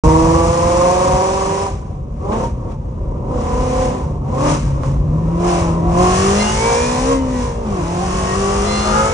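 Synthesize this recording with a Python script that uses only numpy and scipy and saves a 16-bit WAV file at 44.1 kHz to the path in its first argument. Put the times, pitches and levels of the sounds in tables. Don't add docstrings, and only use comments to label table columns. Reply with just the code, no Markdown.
import sys
import numpy as np
from scipy import signal
from scipy.fft import rfft, irfft, next_fast_len
from scipy.io import wavfile

SR = 44100
rng = np.random.default_rng(int(sys.argv[2]) if len(sys.argv) > 2 else 0)


def file_out(sig):
    cols = np.atleast_2d(sig).T
    lim = np.clip(cols, -1, 1)
    pcm = np.round(lim * 32767).astype(np.int16)
    wavfile.write(sys.argv[1], SR, pcm)


N = 402633
TIME = np.arange(N) / SR


def undb(db):
    return 10 ** (np.asarray(db) / 20)


def curves(table):
    time_s, *columns = np.transpose(table)
    return [np.interp(TIME, time_s, column) for column in columns]


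def response(table, hz):
    freq_hz, gain_db = np.transpose(table)
    return undb(np.interp(np.log(hz), np.log(freq_hz), gain_db))


def colour(x, table):
    size = next_fast_len(N)
    hz = np.maximum(np.fft.rfftfreq(size, 1 / SR), 1)
    rolloff = np.minimum(table[-1][0] / hz, 1) ** 2
    y = irfft(rfft(x, size) * response(table, hz) * rolloff, size)[:N]
    return y / y.std()


def noise(table):
    return colour(rng.standard_normal(N), table)


def walk(rate_hz, count=2048):
    points = signal.resample(rng.standard_normal(count), 4 * count)
    return np.interp(TIME * rate_hz, np.arange(len(points)) / 4, points)


def engine_line(cycles, order, flutter_db, smear_rad):
    knots_s = TIME[::64]
    flutter, shake = (signal.resample(rng.standard_normal(count), len(knots_s)) for count in (120, 420))
    level = np.sqrt(2) * np.interp(TIME, knots_s, undb(flutter_db * flutter))
    phase = 2 * np.pi * (order * cycles + rng.random()) + smear_rad * np.interp(TIME, knots_s, shake)
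    return level * np.sin((phase % (2 * np.pi)).astype(np.float32))


# time_s, level_db
ROAD_LEVEL = [(0.05, -12.5), (0.15, -18), (0.2, -18.5), (0.98, -25.5), (1.16, -19), (1.21, -30),
              (1.95, -25.5), (5.16, -19), (5.39, -24), (5.92, -20), (6.37, -23.5), (9.13, -24)]
# freq_hz, gain_db
BODY_SPECTRUM = [(15, -38), (28, 11), (42, 23), (56, 25.5), (68, 19), (90, -59)]
TYRE_SPECTRUM = [(45, -40.5), (70, 6), (90, 6.5), (110, -0.5), (140, 5), (180, -4.5), (240, -4),
                 (400, -61.5)]


def road(body_db=-2.0, tyre_db=-1.0):
    rumble = undb(body_db) * noise(BODY_SPECTRUM) + undb(tyre_db) * noise(TYRE_SPECTRUM)
    return undb(curves(ROAD_LEVEL)[0]) * rumble


# time_s, speed_rpm
ENGINE_SPEED = [(0.0, 2338), (0.24, 2443), (0.54, 2552), (0.86, 2668), (0.98, 2733), (1.2, 2799),
                (1.28, 2859), (1.7, 2958), (1.84, 2938), (2.14, 2715), (2.22, 2789), (2.36, 3334),
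                (2.48, 3521), (2.8, 3450), (3.0, 3699), (3.18, 3581), (3.34, 3728), (3.5, 3729),
                (3.8, 3869), (4.0, 3816), (4.1, 3462), (4.22, 3287), (4.44, 4373), (4.52, 4594),
                (4.7, 4186), (4.86, 4038), (5.32, 5032), (5.46, 5280), (5.52, 5254), (5.7, 4969),
                (5.82, 5045), (5.94, 5197), (6.0, 5388), (6.14, 5547), (6.34, 6039), (6.44, 6339),
                (6.58, 6605), (6.68, 6967), (6.74, 7016), (6.88, 7381), (6.96, 7429), (7.12, 8181),
                (7.54, 7003), (7.6, 7108), (7.82, 5045), (7.84, 5016), (8.1, 5599), (8.32, 5683),
                (8.42, 5914), (8.62, 6026), (8.68, 6228), (8.92, 6328), (9.04, 6530), (9.12, 6733)]
# time_s, level_db
ENGINE_LOAD = [(0.05, -36), (0.93, -33.5), (1.64, -36), (1.84, -50.5), (2.07, -57.5), (2.29, -49),
               (2.335, -43.5), (2.4, -43), (2.45, -42), (2.56, -54), (2.68, -54.5), (2.72, -49),
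               (2.76, -55.5), (3.24, -56.5), (3.41, -43.5), (3.84, -37), (4.22, -56.5), (4.5, -32),
               (4.8, -50), (4.86, -42), (5.03, -53.5), (5.36, -49), (5.49, -34), (5.61, -36), (5.79, -47.5),
               (5.86, -48.5), (6.02, -33.5), (6.17, -29.5), (6.73, -30.5), (7.13, -34), (7.23, -44),
               (7.43, -36.5), (7.61, -47.5), (7.71, -42.5), (8.17, -34), (9.0, -32), (9.13, -33.5)]
# time_s, level_db
EXHAUST_EFFORT = [(0.05, -19.5), (0.6, -22), (0.8, -19.5), (1.14, -20.5), (1.66, -26.5), (1.72, -39.5),
                  (1.79, -48.5), (2.15, -55), (2.32, -20), (2.45, -23), (2.53, -48), (2.7, -36.5),
                  (2.78, -54), (3.26, -35), (3.36, -26), (3.87, -22.5), (4.2, -44), (4.47, -13.5),
                  (4.55, -18.5), (4.6, -37.5), (4.78, -35.5), (4.83, -31.5), (5.0, -39), (5.33, -31.5),
                  (5.46, -19.5), (5.56, -19), (5.76, -26), (5.94, -22.5), (6.0, -16.5), (6.15, -20),
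                  (6.6, -24), (6.67, -19), (7.02, -25.5), (7.12, -20), (7.2, -28.5), (7.51, -31.5),
                  (7.56, -37), (7.79, -28), (8.77, -23), (8.98, -19), (9.13, -25)]
PART_DRIVE = {"bank": (1, -0.2, 0.1, 0.095), "firing": (-1.1, -0.079, 0.89, 0.61),
              "overtones": (-0.68, -0.058, 1, 0), "burble": (-34, 0.12, 0.6, 3),
              "howl": (-23.5, 0.3, 0.58, 5), "roar": (-30, -0.39, 0.47, 0.5), "bark": (-27, 0.77, 1, -4.5),
              "rasp": (-27, 0.16, 0.54, -1), "clatter": (-30.5, 0.99, 0.2, 1.5),
              "rush": (-30.5, 1.23, 0.16, 0.16), "blower": (-10, 1.18, 0.35, 13.5)}


def engine_state(open_throttle_db=-34, hard_pull_db=-20, mid_rpm=4000):
    rpm = curves(ENGINE_SPEED)[0]
    load_db = curves(ENGINE_LOAD)[0] - open_throttle_db
    effort_db = curves(EXHAUST_EFFORT)[0] - hard_pull_db
    octaves = np.log2(rpm / mid_rpm)
    gain = {part: undb(db + per_load * load_db + per_effort * effort_db + per_octave * octaves)
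            for part, (db, per_load, per_effort, per_octave) in PART_DRIVE.items()}
    smear = np.interp(effort_db, [-14, -4], [1.7, .25]) * np.interp(rpm, [4500, 5500], [1, .28])
    return rpm, gain, smear


def firings(cycles, scatter_db=2.0, uneven_db=2, skew=0.036, cylinders=8):
    jitter = .06 * walk(200)
    beat = cylinders * cycles + skew * np.sin(2 * np.pi * cycles) + jitter
    index = np.maximum(np.floor(beat), 0).astype(int)
    random_db = scatter_db * rng.standard_normal(N // cylinders)[index]
    strength = undb(random_db + uneven_db * np.cos(2 * np.pi * index / cylinders))
    pulses = np.diff(index, prepend=index[0]) * strength
    return pulses, beat % 1, strength


# time_s, level_db
BANK_LEVEL = [(7.35, -0.5), (7.85, -6), (8.6, -3.5)]
# freq_hz, gain_db
BANK_RESPONSE = [(80, -23), (92, -37.5), (128, -33), (138, -21), (176, -21), (212, -19.5), (233, -38.5),
                 (245, -23.5), (270, -18)]
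FIRING_RESPONSE = [(160, -16), (178, -27), (200, -27.5), (226, -24), (335, -22.5), (358, -17.5), (375, -21),
                   (398, -14), (431, -31.5), (450, -20), (480, -17), (505, -21)]
SECOND_RESPONSE = [(316, -17), (331, -12.5), (344, -28.5), (390, -17.5), (438, -27), (459, -31), (520, -18),
                   (662, -42.5), (693, -25), (724, -19), (772, -36), (797, -25), (832, -44), (855, -21),
                   (917, -22.5), (1007, -22.5), (1055, -48), (1088, -24)]
THIRD_RESPONSE = [(475, -18), (533, -14.5), (618, -38), (757, -27.5), (793, -50), (891, -41), (993, -52),
                  (1049, -29), (1090, -26.5), (1160, -29), (1244, -33), (1330, -44), (1633, -66)]
# freq_hz, gain_db
SECOND_SIDEBAND = [(296, -40.5), (328, -24.5), (354, -44), (374, -38), (448, -40), (469, -23), (544, -26.5),
                   (565, -29), (660, -30), (736, -26), (808, -30), (1020, -26)]
THIRD_SIDEBAND = [(455, -36), (508, -36.5), (528, -19.5), (574, -25.5), (708, -43), (748, -18),
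                  (784, -36.5), (1138, -21.5), (1174, -32), (1239, -26), (1371, -51)]


def drone(cycles, cycle_hz, gain, smear):
    lines = ((3.995, gain["bank"] * undb(curves(BANK_LEVEL)[0]), BANK_RESPONSE),
             (8.02, gain["firing"], FIRING_RESPONSE),
             (16.04, gain["overtones"], SECOND_RESPONSE),
             (23.95, gain["overtones"], THIRD_RESPONSE),
             (15, gain["overtones"], SECOND_SIDEBAND),
             (23, gain["overtones"], THIRD_SIDEBAND))
    out = 0
    for order, level, path in lines:
        line = engine_line(cycles, order, flutter_db=1.2, smear_rad=np.maximum(.12, smear * order / 40))
        out += level * response(path, order * cycle_hz) * line
    return out


# freq_hz, gain_db
CABIN_RESPONSE = [(120, -18.5), (200.0, -11.5), (280.0, -11), (350.0, -14), (430.0, -8.5), (520.0, -2),
                  (620.0, -8), (730.0, -6), (810.0, -10), (950.0, -5), (1150.0, -12.5), (1300.0, -22),
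                  (1500.0, -28), (2200, -23)]
# cycle_order, level_db
HOWL_LINES = [(25, -11.5), (31, -7.5), (32, -1), (33, -9), (39, -4.5), (40, -6.5), (41, -5), (47, -2),
              (48, -2), (49, -11.5), (55, 3), (56, -5.5)]


def howl(cycles, cycle_hz, rpm, smear, muffler_hz=1230, boost_db=9, merge_rpm=3160, db_per_octave=31.5):
    out = 0
    for order, db in HOWL_LINES:
        hz = order * cycle_hz
        line = engine_line(cycles, order, flutter_db=2.8, smear_rad=smear * order / 55)
        muffler = 1 / np.sqrt(1 + (hz / muffler_hz) ** 20)
        out += undb(db + boost_db) * response(CABIN_RESPONSE, hz) * muffler * line
    octaves_over = np.maximum(np.log2(rpm / merge_rpm), 0)
    return undb(-db_per_octave * octaves_over) * out


# cycle_order, level_db
BURBLE_LINES = [(5, -12.5), (6, -3.5), (7, 11.5), (9, 4), (10, 4), (11, -3), (12, 4.5), (13, 1), (14, 2),
                (17, 3), (18, 3), (19, -3), (20, 2), (21, -0.5), (22, -6), (25, 2), (26, 2.5), (27, 1),
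                (28, -0.5), (29, -2), (30, -4), (31, 8.5), (32, -2), (45, 2), (47, 2)]


def burble(cycles, cycle_hz, smear):
    out = 0
    for order, db in BURBLE_LINES:
        line = engine_line(cycles, order, flutter_db=5.0, smear_rad=smear * order / 20)
        out += undb(db) * response(CABIN_RESPONSE, order * cycle_hz) * line
    return out


def turbulence(age, strength, decay_firings, steady):
    return rng.standard_normal(N) * (steady + strength * np.exp(-age / decay_firings))


# freq_hz, gain_db
ROAR_SPECTRUM = [(130, -23), (220, -3.5), (300, 8.5), (400, 7.5), (450, 3), (530, 9), (620, 1.5),
                 (800, -29)]
RASP_SPECTRUM = [(550, -42.5), (720, 6.5), (810, -6.5), (930, 5), (1050, 7.5), (1200, 2), (1320, -6),
                 (1480, -14.5), (2000, -43)]


def exhaust(pulses, age, strength, gain):
    roar = colour(turbulence(age, strength, decay_firings=0.43, steady=0.33), ROAR_SPECTRUM)
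    bark = colour(pulses, RASP_SPECTRUM)
    rasp = colour(turbulence(age, strength, decay_firings=1.0, steady=0.13), RASP_SPECTRUM)
    return gain["roar"] * roar + gain["bark"] * bark + gain["rasp"] * rasp


# freq_hz, gain_db
CLATTER_SPECTRUM = [(1000, -4.5), (1450, 1), (1800, -1), (2300, -1.5), (2800, -2), (3150, -5), (4000, -9),
                    (5500, -27)]


def valves(cycles, cycle_hz, age, throb=0.44, size=512):
    pattern = np.interp(cycles * size, np.arange(size), rng.standard_normal(size), period=size)
    comb_share = np.interp(cycle_hz, [40, 47], [.15, .65])
    comb = np.sqrt(comb_share) * colour(pattern, CLATTER_SPECTRUM)
    hiss = np.sqrt(1 - comb_share) * noise(CLATTER_SPECTRUM)
    return (1 + throb * (.5 - age)) * (comb + hiss)


# freq_hz, gain_db
RUSH_SPECTRUM = [(2400, -17.5), (3300, -18), (4300, -7.5), (5400, -1), (6200, -1), (7000, -1.5), (8000, -4),
                 (9300, -5), (10000, -19.5)]


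def intake_rush(age, strength):
    return colour(turbulence(age, strength, decay_firings=0.93, steady=1.), RUSH_SPECTRUM)


# centre_hz, width_hz, gain_db
INTAKE_MODES = [(276, 41, -20), (681, 52, -28.5), (1887, 30, -33.5), (2080, 29, -35.5), (2267, 230, -35.5),
                (2790, 140, -30.5), (3447, 140, -39), (4148, 70, -32), (4840, 160, -41.5),
                (5470, 110, -37.5), (6450, 490, -41.5)]
# lobe_harmonic, level_db
ROTOR_LINES = [(1, 0), (3, 0), (4, -3), (5, -0.5), (6, 1.5), (7, 0), (8, 0.5), (9, 0)]
# time_s, low_harmonics_db, high_harmonics_db
WHINE_LEVEL = [(5.7, -2, -11), (6.05, -4, -10), (6.32, -7, -6), (6.4, 3.5, -2), (6.55, -1.5, -3),
               (6.72, 1.5, -4), (6.9, 3, -8), (7.05, -13, -12), (7.95, -11, -16), (8.15, 2, 4),
               (8.35, 2.5, -2), (8.6, -3, -2), (8.72, -0.5, 1), (8.92, -5, -0.5), (9.1, -1, -2)]


def blower(cycles, cycle_hz, lobes_per_cycle=13.25, lobes=4, wobble=.3):
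    grid_hz = np.arange(0, SR // 2, 4)
    duct = sum(undb(db) / (1 + (2 * (grid_hz - hz) / width_hz) ** 2) for hz, width_hz, db in INTAKE_MODES)
    low, high = undb(curves(WHINE_LEVEL))
    low *= 1 + wobble * np.sin(2 * np.pi * cycles * lobes_per_cycle / lobes)
    out = 0
    for harmonic, db in ROTOR_LINES:
        order = harmonic * lobes_per_cycle
        swell, flutter_db, smear_rad = (low, 3, .35) if harmonic <= 4 else (high, 1.2, .15)
        resonance = np.interp(order * cycle_hz, grid_hz, duct)
        out += undb(db) * swell * resonance * engine_line(cycles, order, flutter_db, smear_rad)
    return out


# start_s, level_db, decay_s, crack_re_body_db
POP_EVENTS = [(2.32, -27, 0.047, -7.5), (2.719, -34, 0.014, -13), (3.182, -41, 0.013, -19),
              (3.491, -32.5, 0.0075, -22.5), (3.518, -31, 0.012, -18), (4.835, -22.5, 0.021, -22),
              (5.85, -30.5, 0.018, -18), (7.665, -27.5, 0.014, -19)]


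def pops():
    body, crack = noise(RASP_SPECTRUM), noise(CLATTER_SPECTRUM)
    out = 0
    for start_s, db, decay_s, crack_db in POP_EVENTS:
        envelope = (TIME >= start_s) * np.exp(-np.abs(TIME - start_s) / decay_s)
        out += undb(db) * envelope * (body + undb(crack_db) * crack)
    return out


# time_s, level_db
SCREAM_LEVEL = [(7.9, -84), (8.35, -35), (8.82, -36), (8.97, -21), (9.13, -36)]
# cycle_order, level_db
SCREAM_CLUSTER = [(23, 3), (24, -3.5), (25, -4.5), (26, -3.5), (27, -10), (29, -15.5), (31, -7.5)]


def scream(cycles):
    cluster = sum(undb(db) * engine_line(cycles, order, flutter_db=2, smear_rad=0.86)
                  for order, db in SCREAM_CLUSTER)
    return undb(curves(SCREAM_LEVEL)[0]) * cluster


# freq_hz, side_re_mid_db
STEREO_WIDTH = [(60, -25), (160, -23), (215, -19), (290, -7), (420, -5), (530, -7), (680, -1), (1150, 0),
                (1500, -2), (2200, -3), (3000, 2), (4150, -1), (4700, 2), (6000, -6), (7500, 3), (9500, 5)]
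# freq_hz, lead_share
LEFT_LEAD = [(170, -.45), (330, .45), (550, -.1), (1000, -.55), (2200, 0), (4150, .45), (5500, -.35),
             (7500, .5)]


def cabin(direct, scattered, balance_db=0.32):
    hz = np.maximum(np.fft.rfftfreq(N, 1 / SR), 1)
    width = response(STEREO_WIDTH, hz)
    freq_hz, lead_share = np.transpose(LEFT_LEAD)
    lead = np.interp(np.log(hz), np.log(freq_hz), lead_share)
    mid, scatter = (rfft(x) / np.sqrt(1 + width ** 2) for x in (direct, scattered))
    side = width * (1j * lead * mid + np.sqrt(1 - lead ** 2) * scatter)
    left = irfft(mid + side, N) * undb(balance_db / 2)
    right = irfft(mid - side, N) * undb(-balance_db / 2)
    return np.array([left, right])


def scene():
    rpm, gain, smear = engine_state()
    cycle_hz = rpm / 120
    cycles = np.cumsum(cycle_hz * (1 + 0.00198 * walk(45))) / SR
    pulses, age, strength = firings(cycles)

    def path():
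        return (road()
                + drone(cycles, cycle_hz, gain, smear)
                + gain["howl"] * howl(cycles, cycle_hz, rpm, smear)
                + gain["burble"] * burble(cycles, cycle_hz, smear)
                + exhaust(pulses, age, strength, gain)
                + gain["clatter"] * valves(cycles, cycle_hz, age)
                + gain["rush"] * intake_rush(age, strength)
                + gain["blower"] * blower(cycles, cycle_hz)
                + pops()
                + scream(cycles))

    return cabin(direct=path(), scattered=path())


def record(dry, start_s=.036, rise_s=.002, ceiling=.95, top_hz=9900):
    onset = np.clip((TIME - start_s) / rise_s, 0, 1)
    rounded = dry / (1 + (dry / ceiling) ** 6) ** (1 / 6)
    lowpass = signal.ellip(10, .2, 90, top_hz, fs=SR, output="sos")
    return signal.sosfilt(lowpass, rounded * onset)


dry = scene()
out = record(dry)
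file_out(out)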